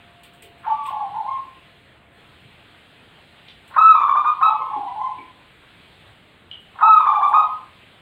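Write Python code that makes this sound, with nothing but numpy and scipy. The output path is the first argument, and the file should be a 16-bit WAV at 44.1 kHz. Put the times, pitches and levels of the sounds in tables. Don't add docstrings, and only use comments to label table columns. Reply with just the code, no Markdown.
import sys
import numpy as np
from scipy import signal
from scipy.io import wavfile
from scipy.ndimage import uniform_filter1d, minimum_filter1d

SR = 44100
rng = np.random.default_rng(int(sys.argv[2]) if len(sys.argv) > 2 else 0)


def invert_db(x):
    u = np.asarray(x, float) / 20
    return 10 ** u


def digitize_waveform(pressure):
    field = np.atleast_2d(pressure).T
    bounded = np.clip(field, -1, 1)
    quanta = np.round(bounded * 32767).astype(np.int16)
    wavfile.write(sys.argv[1], SR, quanta)


N = 353417


def evened(x):
    return x / np.sqrt(np.mean(x ** 2) + 1e-20)


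def read(points, hz):
    f, value = np.transpose(points)
    return np.interp(np.log(hz + 1), np.log(f + 1), value)


def add(mix, start_s, sound):
    part = mix[round(start_s * SR):][:len(sound)]
    part += sound[:len(part)]


def resonate(x, hz, width_hz):
    b, a = signal.iirpeak(hz, hz / width_hz, SR)
    once = signal.lfilter(b, a, x)
    return signal.lfilter(b, a, once)


def shaped(db_field):
    z = rng.standard_normal(db_field.T.shape + (2,)) @ [1, 1j]
    noise = signal.istft(z.T * invert_db(db_field), nperseg=2048, noverlap=1536)[1]
    return evened(noise[:N])


OVERTONE_DB = [-26, -34.5, -57.5, -59, -52, -62.5, -74, -72.5, -73.5]


def whistle(turn, flipped, cluck_db, bright_db, soft_db):
    overtones = 0
    for k, h_db in enumerate(OVERTONE_DB):
        overtones = overtones + invert_db(h_db + 0.017 * k * soft_db) * np.sin((k + 2) * turn)
    fundamental = invert_db(cluck_db * (1 - flipped)) * np.sin(turn)
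    return fundamental + invert_db(bright_db) * flipped ** 2 * overtones


# f/Hz, width/Hz, level/dB
GULLET_MODES = [(370.4, 300, -20.5), (820, 190, -4), (1055.3, 53, 10.5), (1434, 150, -2), (1533, 330, -13)]


def gullet_air():
    air = resonate(rng.standard_normal(N), 1100, 3300)
    return evened(sum(invert_db(db) * resonate(air, hz, width_hz) for hz, width_hz, db in GULLET_MODES))


def dove(notes, cluck_hz, cluck_db, jump_s, scoop, waver, breath_db, bright_db):
    lead_s, held_s = 0.04, 0.14
    sag_per_s = 0.32
    swell_db, fade_db, held_dull_db = 1, -5, -4.5
    voice, breath = np.zeros(N), np.zeros(N)
    loudest_db = max(note[-1] for note in notes)
    wobble = 1 + 0.006 * evened(resonate(rng.standard_normal(SR), 25, 46))
    for start_s, length_s, top_hz, db in notes:
        t = np.arange(-lead_s, length_s, 1 / SR)
        u = np.clip(t / length_s, 0, 1)
        held = length_s > held_s

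        flipped = 0.5 + 0.5 * np.tanh((t - jump_s) / 0.0012)
        depth = scoop * min(0.5 + length_s / 0.25, 1.0)
        bend = depth * np.exp(-np.maximum(t - jump_s, 0) / (0.15 * length_s))
        hz = top_hz * (1 - sag_per_s * length_s * u ** 2) * (1 - bend)
        hz += (cluck_hz - hz) * (1 - flipped)
        note_wobble = wobble[rng.integers(SR // 2):][:len(t)]
        turn = 2 * np.pi * np.cumsum(hz * note_wobble) / SR

        note_bright_db = bright_db + held_dull_db * held
        tone = whistle(turn, flipped, cluck_db, note_bright_db, db - loudest_db)
        edge = np.clip(t / 0.0044, 0, 1) * np.clip((length_s - t) / 0.013, 0, 1)
        slope_db = swell_db if held else fade_db
        level = invert_db(db + slope_db * (u - 0.5)) * np.sqrt(2)
        add(voice, start_s - lead_s, level * edge * tone)

        decay_s = np.where(t < -0.004, 0.003, 0.012)
        add(breath, start_s - lead_s, invert_db(db + breath_db) * np.exp(-abs(t + 0.004) / decay_s))
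    flutter = evened(resonate(rng.standard_normal(N), 34.1, 22))
    return voice * (1 + waver * flutter) + breath * gullet_air()


# t/s, length/s, f/Hz, level/dB
NEAR_NOTES = [(3.771, .17, 1327, -8), (3.949, 0.069, 1221, -17), (4.011, 0.041, 1189, -16),
              (4.086, 0.031, 1190, -15), (4.158, .042, 1205, -14.5), (4.251, 0.058, 1235, -15),
              (4.419, 0.09, 1301, -13), (6.815, .175, 1313, -10), (7.003, .036, 1225, -17),
              (7.064, 0.042, 1204, -15), (7.139, 0.039, 1198, -18), (7.221, 0.038, 1185, -13.5),
              (7.334, 0.0883, 1266, -13.5)]


def near_dove():
    return dove(NEAR_NOTES, cluck_hz=1000, cluck_db=0.5, jump_s=0.007, scoop=0.06, waver=0.27,
                breath_db=-5.0, bright_db=3.5)


def sung(song, coos):
    notes = []
    for start_s, shift_hz, sink_hz_per_s, effort_db in coos:
        for s, length_s, hz, db in song:
            notes.append((start_s + s, length_s, hz + shift_hz + sink_hz_per_s * s, db + effort_db))
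    return notes


# t after start/s, length/s, f/Hz, level/dB
MIDDLE_NOTES = [(0, .16, 1171, -29), (.18, .035, 1082, -26), (.245, .03, 1103, -27),
                (.305, .025, 1115, -28.5), (.365, .025, 1060, -34.5), (.45, 0.029, 1028, -27.5),
                (.57, .13, 1084, -28.5)]
# t/s, pitch shift/Hz, sinking/(Hz/s), effort/dB
MIDDLE_STARTS = [
    (.69, 5.5, -2.2, -0.9),
    (4.422, 13.5, -87, 1.5),
    (6.831, -23.5, 2.5, -6),
]


def middle_dove():
    return dove(sung(MIDDLE_NOTES, MIDDLE_STARTS), cluck_hz=985, cluck_db=-1.5, jump_s=0.008, scoop=0.048,
                waver=0.28, breath_db=-21.5, bright_db=0.5)


# t after start/s, length/s, f/Hz, level/dB
LOW_NOTES = [(0.004, 0.068, 885, -23), (.25, .05, 863.5, -29), (.31, .06, 835, -31), (.37, .04, 800, -30),
             (.435, .05, 815, -36), (.495, .036, 878, -27), (.55, .03, 820, -33), (.6, 0.03, 863, -31.5)]
# t/s, pitch shift/Hz, sinking/(Hz/s), effort/dB
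LOW_STARTS = [
    (.655, 1.5, 0.083, 1.5),
    (4.458, -10.5, 0.11, -0.7),
    (6.815, 9, 0.1, 4.5),
]


def low_dove():
    return dove(sung(LOW_NOTES, LOW_STARTS), cluck_hz=720.6, cluck_db=-8.0, jump_s=0.0071, scoop=0.012,
                waver=0.33, breath_db=-13.5, bright_db=-7)


# t/s, peak level/dB, 1-4 kHz part re peak/dB, length/s
TICK_EVENTS = [(0.234, -40.5, -1, 0.015), (0.3344, -49.5, -7.5, 0.021), (0.423, -39.5, -2, 0.018),
               (0.579, -59.5, -1, 0.041), (0.8363, -50.5, -11, 0.045), (0.863, -39.5, -2.5, 0.015),
               (2.126, -63.5, -10, 0.05), (3.678, -46.5, -4.5, 0.014), (6.6006, -58.5, -9.5, 0.025),
               (7.0075, -55.5, -2, 0.03), (7.286, -45, -9, 0.018)]
# f/Hz, level per Hz/dB
TICK_SPECTRUM = [(2940, -29), (5000, -13.5), (5790, -22.5), (8300, 9), (10300, -7.5), (11400, -4),
                 (14900, -4.5), (15500, 0.5)]


def ticks():
    hz = np.fft.rfftfreq(2048, 1 / SR)[:, None] + np.zeros(N // 512 + 5)
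    bright = shaped(read(TICK_SPECTRUM, hz))
    middle = resonate(rng.standard_normal(N), 2600, 2500)
    middle = evened(resonate(middle, 2600, 2500))
    bright_gate, middle_gate = np.zeros((2, N))
    t = np.arange(SR // 4) / SR
    for start_s, db, middle_db, length_s in TICK_EVENTS:
        decay = np.exp(-t / length_s)
        add(bright_gate, start_s, invert_db(db - 5.5) * decay)
        add(middle_gate, start_s, invert_db(db - 2.5 + middle_db) * decay)
    return bright * bright_gate + middle * middle_gate


# t/s, peak level/dB, f/Hz, t60/s
TAP_EVENTS = [
    (3.484, -38.5, 3800, 0.011),
    (5.185, -35.5, 2290, 0.068),
    (6.5139, -23.5, 2930, 0.028),
    (6.513, -22.5, 3140, 0.014),
    (6.5134, -59.5, 3980, 0.0092),
]


def taps():
    out = np.zeros(N)
    t = np.arange(SR // 4) / SR
    for start_s, db, ring_hz, t60_s in TAP_EVENTS:
        rise = np.sin(np.clip(t / 0.00053, 0, np.pi / 2)) ** 2
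        add(out, start_s, invert_db(db - 60 * t / t60_s) * rise * np.sin(2 * np.pi * ring_hz * t))
    return out


# t/s, level/dB, f/Hz, length/s
BUMP_EVENTS = [(0.426, -45.5, 380, 0.023), (0.626, -34, 1264, 0.052), (0.627, -46.5, 2600, 0.15),
               (0.851, -35.5, 2670, 0.015), (1.05, -44, 131, 0.089), (2.4, -49.5, 122, 0.11),
               (2.967, -50, 278, 0.028), (3.481, -39, 3170, 0.012), (3.7, -37.5, 1024, 0.032),
               (3.736, -29, 1400, 0.022), (4.596, -41.5, 434, 0.024), (4.761, -36, 309, 0.018),
               (5.18, -40.5, 300, 0.017), (6.065, -47.5, 90, 0.044), (6.512, -41, 2910, 0.005),
               (6.743, -37, 1000, 0.044), (6.785, -23.5, 1177, 0.016), (7.191, -52.5, 280, 0.084)]


def bumps():
    out = np.zeros(N)
    t = np.arange(SR // 4) / SR
    for start_s, db, hz, length_s in BUMP_EVENTS:
        width_hz = 0.8 * hz
        puff = resonate(rng.standard_normal(len(t)), hz, width_hz)
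        puff = evened(resonate(puff, hz, width_hz))
        rise = np.clip(t / (0.4 * length_s), 0, 1)
        add(out, start_s, invert_db(db) * rise * np.exp(-t / length_s) * puff)
    return out


# f/Hz, t60/s
WALL_DECAY = [(200, 0.23), (650, 0.59), (850, 0.49), (1050, 0.54), (1300, 0.38), (1600, 0.15), (3000, 0.4),
              (8000, 0.088), (15000, 0.23)]
# delay/s, level/dB
EARLY_ECHOES = [(.0065, -5.5), (0.011, -21), (0.015, -8.5), (0.022, -13), (.033, -10), (.041, -9)]


def room(x, early_db, wet_db, gap_s):
    echoes = np.zeros(SR)
    at = np.arange(round(gap_s * SR), SR - 20, 20)
    echoes[at + rng.integers(0, 20, len(at))] = rng.choice([-1., 1.], len(at))
    hz, t, z = signal.stft(echoes, SR, nperseg=256)
    decay_db = -60 * t / read(WALL_DECAY, hz)[:, None]
    response = signal.istft(z * invert_db(decay_db), SR, nperseg=256)[1]
    response = invert_db(wet_db) * response / np.linalg.norm(response)
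    delay_s, db = np.transpose(EARLY_ECHOES)
    response[np.round(delay_s * SR).astype(int)] += invert_db(db + early_db)
    response[0] = 1
    return signal.fftconvolve(x, response / np.linalg.norm(response))[:N]


# t/s, f/Hz, level/dB
HUM_TRACK = [
    (0, 696, -58.5),
    (.3, 696, -59),
    (0.597, 690, -57.5),
    (0.661, 686, -63),
    (3.5, 701, -72),
    (8.01, 752.4, -76),
]


def hum():
    s, hz, db = np.transpose(HUM_TRACK)
    t = np.arange(N) / SR
    waver = 1 + 0.3 * evened(uniform_filter1d(rng.standard_normal(N), 1500))
    turn = 2 * np.pi * np.cumsum(np.interp(t, s, hz)) / SR
    return invert_db(np.interp(t, s, db)) * waver * np.sqrt(2) * np.sin(turn)


# f/Hz, level per Hz/dB
WASH_SPECTRUM = [(20, -10.5), (54, -28.5), (65, -4), (120, -4), (250, -10), (400, -12), (600, -13),
                 (1000, -15), (2200, -13), (3400, -13.5), (4100, -20.5), (5200, -39), (6800, -74),
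                 (11000, -110)]
# f/Hz, level per Hz/dB
HISS_SPECTRUM = [(3060, -32.5), (5200, -14), (5670, -16), (6390, -9.5), (8360, 1.5), (11800, -11.5),
                 (13800, -7.5), (14900, -8.5), (15500, -6)]
# t/s, level/dB
TREBLE_DRIFT = [(0, -1.5), (0.501, -3), (1, 0.2), (1.5, -0.3), (1.85, -2), (2.1, -6), (2.2, -0.4),
                (2.602, -0.47), (5.001, 0.26), (5.402, -1.5), (5.798, 0.2), (6.1, 0.3), (6.198, -1.5),
                (6.5, -3.5), (7.001, 2.1), (7.5, 0.5), (8.01, -1)]


def wash_and_hiss():
    wash_db, hiss_db = -50.5, -71
    frames = N // 512 + 5
    hz = np.fft.rfftfreq(2048, 1 / SR)[:, None]
    patches = uniform_filter1d(rng.standard_normal((frames, 1025)), 6, 0)
    patches = evened(uniform_filter1d(patches, 24, 1)).T
    drift_db = np.interp(np.arange(frames) * 512 / SR, *np.transpose(TREBLE_DRIFT))
    patch_db = np.clip(hz / 600, 0, 1.5) * patches
    treble_db = np.clip(hz / 2500, 0, 2) * drift_db
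    wash = shaped(read(WASH_SPECTRUM, hz) + patch_db + treble_db)
    hiss = shaped(read(HISS_SPECTRUM, hz) + 0.83 * patches + 1.1 * drift_db)
    return invert_db(wash_db) * wash + invert_db(hiss_db) * hiss


def scene():
    rustle = ticks() + taps() + bumps()
    mix = room(near_dove(), early_db=-5, wet_db=-3, gap_s=0.012)
    mix += room(middle_dove() + low_dove(), early_db=-4.0, wet_db=-3.0, gap_s=0.011)
    mix += room(rustle, early_db=-9, wet_db=-1.5, gap_s=0.011)
    return (mix + wash_and_hiss() + hum())[None]


def roll_off(x):
    return signal.sosfilt(signal.butter(12, 15640, fs=SR, output="sos"), x)


def record(dry):
    x = signal.sosfilt(signal.butter(1, 45, "high", fs=SR, output="sos"), dry)
    peak = -minimum_filter1d(-abs(x), size=90)
    swing = uniform_filter1d(peak, size=60)
    x = x / (1 + (swing / 0.8) ** 6) ** (1 / 6)
    return roll_off(x)


dry = scene()
out = record(dry)
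digitize_waveform(out)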